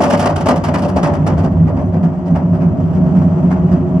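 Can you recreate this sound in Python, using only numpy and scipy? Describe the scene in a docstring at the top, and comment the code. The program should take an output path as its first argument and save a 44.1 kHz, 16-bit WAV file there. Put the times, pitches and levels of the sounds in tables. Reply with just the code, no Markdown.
"""A roller coaster car rolls through a high, banked curve, heard from a seat.
At first its loose wheel carriers clatter against the steel rails, over rolling noise and wind rumbling
at the microphone. From about 1.5 s the clatter settles into soft bumps as the car leans in; the loaded
wheels hum in surges and give a few faint squeaks. The drone they shake from the hollow track and the
car, there from the start, swells in two waves and is loudest near the end."""
import sys
import numpy as np
from scipy import signal
from scipy.fft import rfft, irfft, next_fast_len
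from scipy.io import wavfile
from scipy.ndimage import uniform_filter1d, minimum_filter1d, map_coordinates

SR = 44100
rng = np.random.default_rng(int(sys.argv[2]) if len(sys.argv) > 2 else 0)


def unload_wav(signal):
    """Save mono or channel-first audio to the path in sys.argv[1] as 16-bit WAV at rate SR, clipped to [-1, 1]."""
    wavfile.write(
        sys.argv[1],
        SR,
        np.round(np.clip(np.atleast_2d(signal).T, -1, 1) * 32767).astype(np.int16),
    )


N = 176400

# Resonances of the hollow track and the car. Each row: pitch in Hz, half width in Hz, relative level in dB.
TRACK_MODES = [(159.2, 10.8, 2.5), (184.2, 6.7, 1), (227.7, 4.6, -8), (261.3, 15.2, -9), (363.3, 11, -11.5),
               (629.6, 9.4, -15.5), (633, 58, -21.5)]


def amp(db):
    """Decibels to gain."""
    return 10 ** (np.asarray(db) / 20)


def unit(x):
    """Scale to rms 1."""
    return x / np.sqrt(np.mean(x ** 2) + 1e-20)


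def along(points, hz):
    """Read a curve of (Hz, value) points on a log frequency axis."""
    f, v = np.transpose(points)
    return np.interp(np.log(hz + 1), np.log(f + 1), v)


def curve(rows):
    """An envelope through (seconds, value) points, one value per sample."""
    return np.interp(np.arange(N) / SR, *np.transpose(rows))


def wobble(rate):
    """A smooth random curve, rate knots a second."""
    return map_coordinates(rng.standard_normal(1024), [np.arange(N) * rate / SR], mode="wrap")


def tone(hz):
    """A sine that follows a pitch curve."""
    return np.sin(2 * np.pi * np.cumsum(hz) / SR)


def noise(gain, size):
    """Stereo noise of rms 1 with a gain per frequency; its width changes from band to band."""
    # Stereo image. Each row: frequency in Hz, left-right likeness (1 is mono).
    likeness = [(150, 1), (300, 0.72), (650, 0.93), (1100, 0.28), (2000, 0.02), (6000, 0.99),
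                (12000, 0.041)]
    hz = np.fft.rfftfreq(size, 1 / SR)
    width = np.arccos(np.clip(along(likeness, hz), -.99, .999)) / 2
    spectrum = rfft(rng.standard_normal((2, size))) * gain(hz)
    mid, side = irfft(spectrum * [np.cos(width), np.sin(width)], size)
    return unit(np.array([mid + side, mid - side]))


def steadied(x, span_s):
    """Even out the slow chance swells of a narrow noise."""
    power = np.mean(x ** 2, axis=0)
    for _ in range(2):
        power = np.abs(uniform_filter1d(power, max(int(span_s * SR), 1)))
    return unit(x / np.sqrt(power + 1e-9))


def steel_ripple(spacing_hz, depth_db):
    """Many weak, close steel resonances at chance places, as dB per frequency."""
    peaks = depth_db * rng.standard_normal(1024)
    return lambda hz: np.minimum(hz / 1200, 1) * np.interp(hz / spacing_hz, np.arange(1024), peaks)


def burst(colour, t60s, eq_db, hold_s, size):
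    """Dense ringing that holds briefly; then every frequency dies at its own speed."""
    ringing = noise(lambda f: amp(along(colour, f) + eq_db(f)), size)
    hz, t, bands = signal.stft(ringing, SR, nperseg=256)
    fade = amp(-60 * np.maximum(t - hold_s, 0) / along(t60s, hz)[:, None])
    return signal.istft(bands * fade, SR, nperseg=256)[1][:, :size]


def car_body(t, frame_db, hold_s):
    """The struck car thuds and rings, its pitches shifting a little from knock to knock."""
    # Tone of the thud. Each row: frequency in Hz, relative level in dB.
    colour = [(120, -29), (240, 2), (450, -10), (600, -1), (800, -11.5), (1300, -24.5), (5000, -87.5)]
    # Tail of the thud. Each row: frequency in Hz, seconds to fall 60 dB.
    decay = [(250, 0.29), (800, 0.42)]
    # Ringing of the car. Each row: pitch in Hz, relative level in dB, seconds to fall 60 dB.
    car_modes = [(581, -2, .5), (632, -4, .3), (697, -5, .35), (885, -7, .25), (1209, -13, .25),
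                 (1922, -24, .3)]
    hz, mode_db, t60 = np.transpose(car_modes)[:, :, None]
    phase = rng.uniform(0, 2 * np.pi, hz.shape)
    fade = amp(mode_db + 2 * rng.standard_normal(hz.shape) - 60 * t / t60)
    detuned_hz = rng.normal(hz, 4)
    ring = np.sum(fade * np.sin(2 * np.pi * detuned_hz * t + phase), axis=0)
    return amp(-5.5) * burst(colour, decay, frame_db, hold_s, len(t)) + amp(-8.5) * ring


def clank(hold_s, size):
    """The hollow middle of a knock; each contact point wakes other resonances."""
    # Tone of the clank. Each row: frequency in Hz, relative level in dB.
    colour = [(450, -23), (800, 4), (1100, 2), (2300, -11.5), (3150, -26), (4000, -44), (9000, -86)]
    # Its tail. Each row: frequency in Hz, seconds to fall 60 dB.
    decay = [(1000, 0.37), (3000, 0.23)]
    contact_db = steel_ripple(spacing_hz=110, depth_db=2.0)
    return amp(-7) * burst(colour, decay, contact_db, hold_s, size)


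def clack(body_db, frame_db, hold_s, size):
    """The bright edge of a knock on steel; the heavier the thud, the duller it is."""
    # Tone of the clack. Each row: frequency in Hz, relative level in dB.
    colour = [(1500, -22.5), (2800, 6), (3800, -6.5), (5100, 0.5), (7000, -5), (9500, -8.5), (13000, -21),
              (16000, -40.5)]
    # Its tail. Each row: frequency in Hz, seconds to fall 60 dB.
    decay = [(4000, 0.2), (12000, 0.095)]
    cut_db = 0.26 * (body_db - 18.5)  # at 10 kHz
    tilted_db = lambda f: frame_db(f) - cut_db * (f / 10000) ** 2
    return amp(-7) * burst(colour, decay, tilted_db, hold_s, size)


def rebounds(t):
    """Gain of a loose carrier striking again three times, at uneven gaps."""
    gap_s, half_length_s = 0.0098, 0.003
    since = t - np.cumsum(gap_s * rng.uniform(.5, 1.5, (3, 1)), axis=0)
    return 1 + amp(-8) * np.sum(np.exp(-(since / half_length_s) ** 2), axis=0)


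def knocks(rows, frame_db):
    """Wheel carriers hit the rail: each time a bright clack, a hollow clank, and the car rings on."""
    size = 12288
    out, t = np.zeros((2, N + size)), np.arange(size) / SR
    for s, db, body_db, clank_db in rows:
        rise_s = .0023 * amp(0.84 * (-23.5 - db))  # softer knocks have a slower attack
        hold_s = 1.7 * rise_s  # a slow contact also lasts longer
        body = amp(body_db) * car_body(t, frame_db, hold_s)
        body *= 1 - np.exp(-t / (rise_s + 0.00047))
        steel = amp(clank_db) * clank(hold_s, size) + clack(body_db, frame_db, hold_s, size)
        # The loose parts keep touching briefly.
        chatter = amp(1.5 * map_coordinates(rng.standard_normal(size), [t * 130]))
        steel *= chatter * rebounds(t) * rebounds(t) * (1 - np.exp(-t / rise_s))
        start = max(round((s - rise_s / 2) * SR), 0)
        out[:, start:start + size] += amp(db) * (steel + body)
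    return out[:, :N]


def clatter(frame_db):
    """The loose carriers knock hard and fast, then settle into soft bumps as the car leans in."""
    # Each row: start in seconds, level in dB, body boost in dB, clank boost in dB.
    hits = [(0.0014, -28.5, 26, 13), (0.0154, -22.5, 11, -0.5), (0.0334, -23.5, 8.5, 11),
            (0.0702, -30.5, 19.5, -2), (0.0989, -22.5, 13, 7.5), (0.1254, -21, 15.5, 9.5),
            (0.172, -31.5, 8, 4), (0.193, -21, 8.5, 6.5), (0.2204, -26.5, 17, 10),
            (0.2558, -23.5, 15.5, 10), (0.2914, -32, 20.5, 12), (0.3591, -25.5, 13, 7.5),
            (0.4014, -31, 15, 7), (0.4584, -23, 14.5, 9.5), (0.4853, -18, 16.5, 7), (0.5571, -31.5, 9.5, 3),
            (0.6379, -26, 9, 10), (0.6784, -35, 24.5, 13.5), (0.7387, -26.5, 14.5, 12),
            (0.7804, -33.5, 8, 6), (0.8195, -30.5, 16, 7.5), (0.8454, -34, 23, 5.5),
            (0.8824, -34.5, 6, 6.5), (0.9617, -27, 18.5, 10), (1.0291, -24.5, 12, 12.5),
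            (1.0654, -33, 23.5, 10), (1.1333, -35.5, 16, 13.5), (1.264, -26.5, 17.5, 9.5),
            (1.3768, -36, 22.5, 12), (1.4346, -38.5, 25.5, 12.5), (1.6694, -45.5, 32, 18.5),
            (1.7674, -46, 30.5, 19.5), (1.9294, -49, 33, 17), (2.0314, -43.5, 26.5, 15),
            (2.2578, -45.5, 27.5, 11), (2.3496, -40.5, 26, 18), (2.5314, -47, 29, 15.5),
            (2.6085, -45, 25.5, 19), (2.9374, -46.5, 24.5, 12.5), (3.1637, -45, 22.5, 17.5),
            (3.5059, -40.5, 22.5, 18.5), (3.7164, -41, 23.5, 14)]
    return knocks(hits, frame_db)


def drone():
    """The rough rails shake the resonances of track and car into a beating drone."""
    # Two swells. Each row: time in seconds, level in dB.
    swells = [(.4, -20), (1.3, -14.5), (2.1, -18.5), (3.2, -13), (4, -15)]
    power = lambda f: sum(amp(db) ** 2 / (1 + ((f - hz) / width) ** 4) for hz, width, db in TRACK_MODES)
    return amp(curve(swells)) * steadied(noise(lambda f: np.sqrt(power(f)), N), span_s=0.11)


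def rolling(frame_db):
    """The wheels' broad rolling noise, fluttering with the rail's surface."""
    # Fader ride. Each row: time in seconds, level in dB.
    level = [(0, -32), (.6, -25.5), (1.3, -27), (1.7, -32), (2.8, -31), (3.22, -27), (4, -30)]
    # Tone of the roll. Each row: frequency in Hz, relative level in dB.
    colour = [(100, -14), (280, 4.5), (450, 0.5), (700, -2.5), (1150, -7), (1600, -20.5), (3250, -31.5),
              (3650, -42.5), (6000, -38), (8300, -43), (9000, -57.5), (15000, -68.5)]
    flutter_db = wobble(30.7) + wobble(110)
    return amp(curve(level) + flutter_db) * noise(lambda f: amp(along(colour, f) + frame_db(f)), N)


def wind():
    """Low rumble of the wind buffeting the microphone."""
    # The rumble builds, dips briefly and returns. Each row: time in seconds, level in dB.
    level = [(0, -25.5), (1.75, -14.5), (2.18, -29.5), (2.35, -20), (4, -22)]
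    # Tone of the rumble. Each row: frequency in Hz, relative level in dB.
    colour = [(25, -50), (48, -29.5), (60, -4), (75, -4.5), (95, 6.5), (124, -18), (270, -9.5), (1200, -86)]
    return amp(curve(level)) * steadied(noise(lambda f: amp(along(colour, f)), N), span_s=1.0)


def rattles(frame_db):
    """Faint knocks at chance moments all through the ride."""
    per_second, level_db, spread_db, body_db, clank_db = 9.9, -56, 2.5, 14.5, 12.5
    timing, strength = rng.uniform(-1, 1, (100, 2)).T
    times = np.cumsum(1 + .8 * timing) / per_second
    levels = level_db + spread_db * strength
    return knocks([(s, db, body_db, clank_db) for s, db in zip(times, levels) if s < N / SR], frame_db)


def wheel_hum():
    """Pressed into the curve, the wheels hum in surges; higher track resonances come and go with them."""
    # Surges of the hum. Each row: crest time in seconds, level in dB.
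    surges = [(1.625, -8.5), (1.789, -17.5), (1.958, -11), (2.056, -7), (2.321, -10), (2.46, -9.5),
              (2.541, -10), (2.654, -9), (2.745, -17.5), (2.98, -16), (3.06, -10.5), (3.181, -8.5),
              (3.262, -9), (3.39, -11.5), (3.465, -9), (3.644, -11.5), (3.735, -8), (3.842, -14),
              (3.958, -15.5)]
    # The hum climbs, then sags. Each row: time in seconds, pitch in Hz.
    pitch = [(1.6, 162.1), (3.2, 181), (4, 172.9)]
    t, half_length_s = np.arange(N) / SR, 0.032
    bell = lambda s: np.exp(-np.minimum(np.abs(t - s) / half_length_s, 10) ** 2)
    load = np.sqrt(sum((amp(db) * bell(s)) ** 2 for s, db in surges))
    upper = sum(amp(db + 4 * wobble(7.7)) * tone(hz + 5 * wobble(28)) for hz, _, db in TRACK_MODES[2:5])
    return load * unit(tone(curve(pitch)) + amp(-8.5) * upper)


def squeaks():
    """A wheel slips sideways on the rail in a few thin chirps."""
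    # Each entry: start of a chirp in seconds.
    starts = [1.805, 1.85, 2.3]
    # Each entry: pitch of one partial in Hz.
    partials = [5927, 6331, 8296, 10400]
    rise_s, waver_hz = .01, 35
    ages = [np.maximum(np.arange(N) / SR - s, 0) / rise_s for s in starts]
    slip = sum(age * np.exp(-age) for age in ages)
    return amp(-56) * slip * unit(sum(tone(hz + waver_hz * wobble(200)) for hz in partials))


def scene():
    """All sources ride with the listener; one steel frame colours the roll and the knocks."""
    frame_db = steel_ripple(spacing_hz=40, depth_db=2.3)
    bed = drone() + wheel_hum() + rolling(frame_db) + wind()
    doubled_squeaks = squeaks() + squeaks()
    return bed + doubled_squeaks + clatter(frame_db) + rattles(frame_db)


def record(dry):
    """Two close microphones of slightly unlike colour, a peak limiter and a band limit."""
    # Stereo balance. Each row: frequency in Hz, left over right in dB.
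    balance = [(250, -1), (600, 0.4), (1100, 5), (2000, -3), (4500, -4), (12000, -.7)]
    left_lag_s, top_hz = 4e-5, 15800
    size = next_fast_len(N + SR // 2)
    hz, sides = np.fft.rfftfreq(size, 1 / SR), np.array([[.5], [-.5]])
    mics = amp(sides * along(balance, hz)) * np.exp(-2j * np.pi * hz * sides * left_lag_s)
    x = irfft(rfft(dry, size) * mics, size)
    limiter_gain = 1 / np.maximum(np.abs(x).max(axis=0), 1)
    x *= uniform_filter1d(minimum_filter1d(limiter_gain, size=600), size=600)
    return irfft(rfft(x) * (hz < top_hz), size)[:, :N]


dry = scene()
out = record(dry)
unload_wav(out)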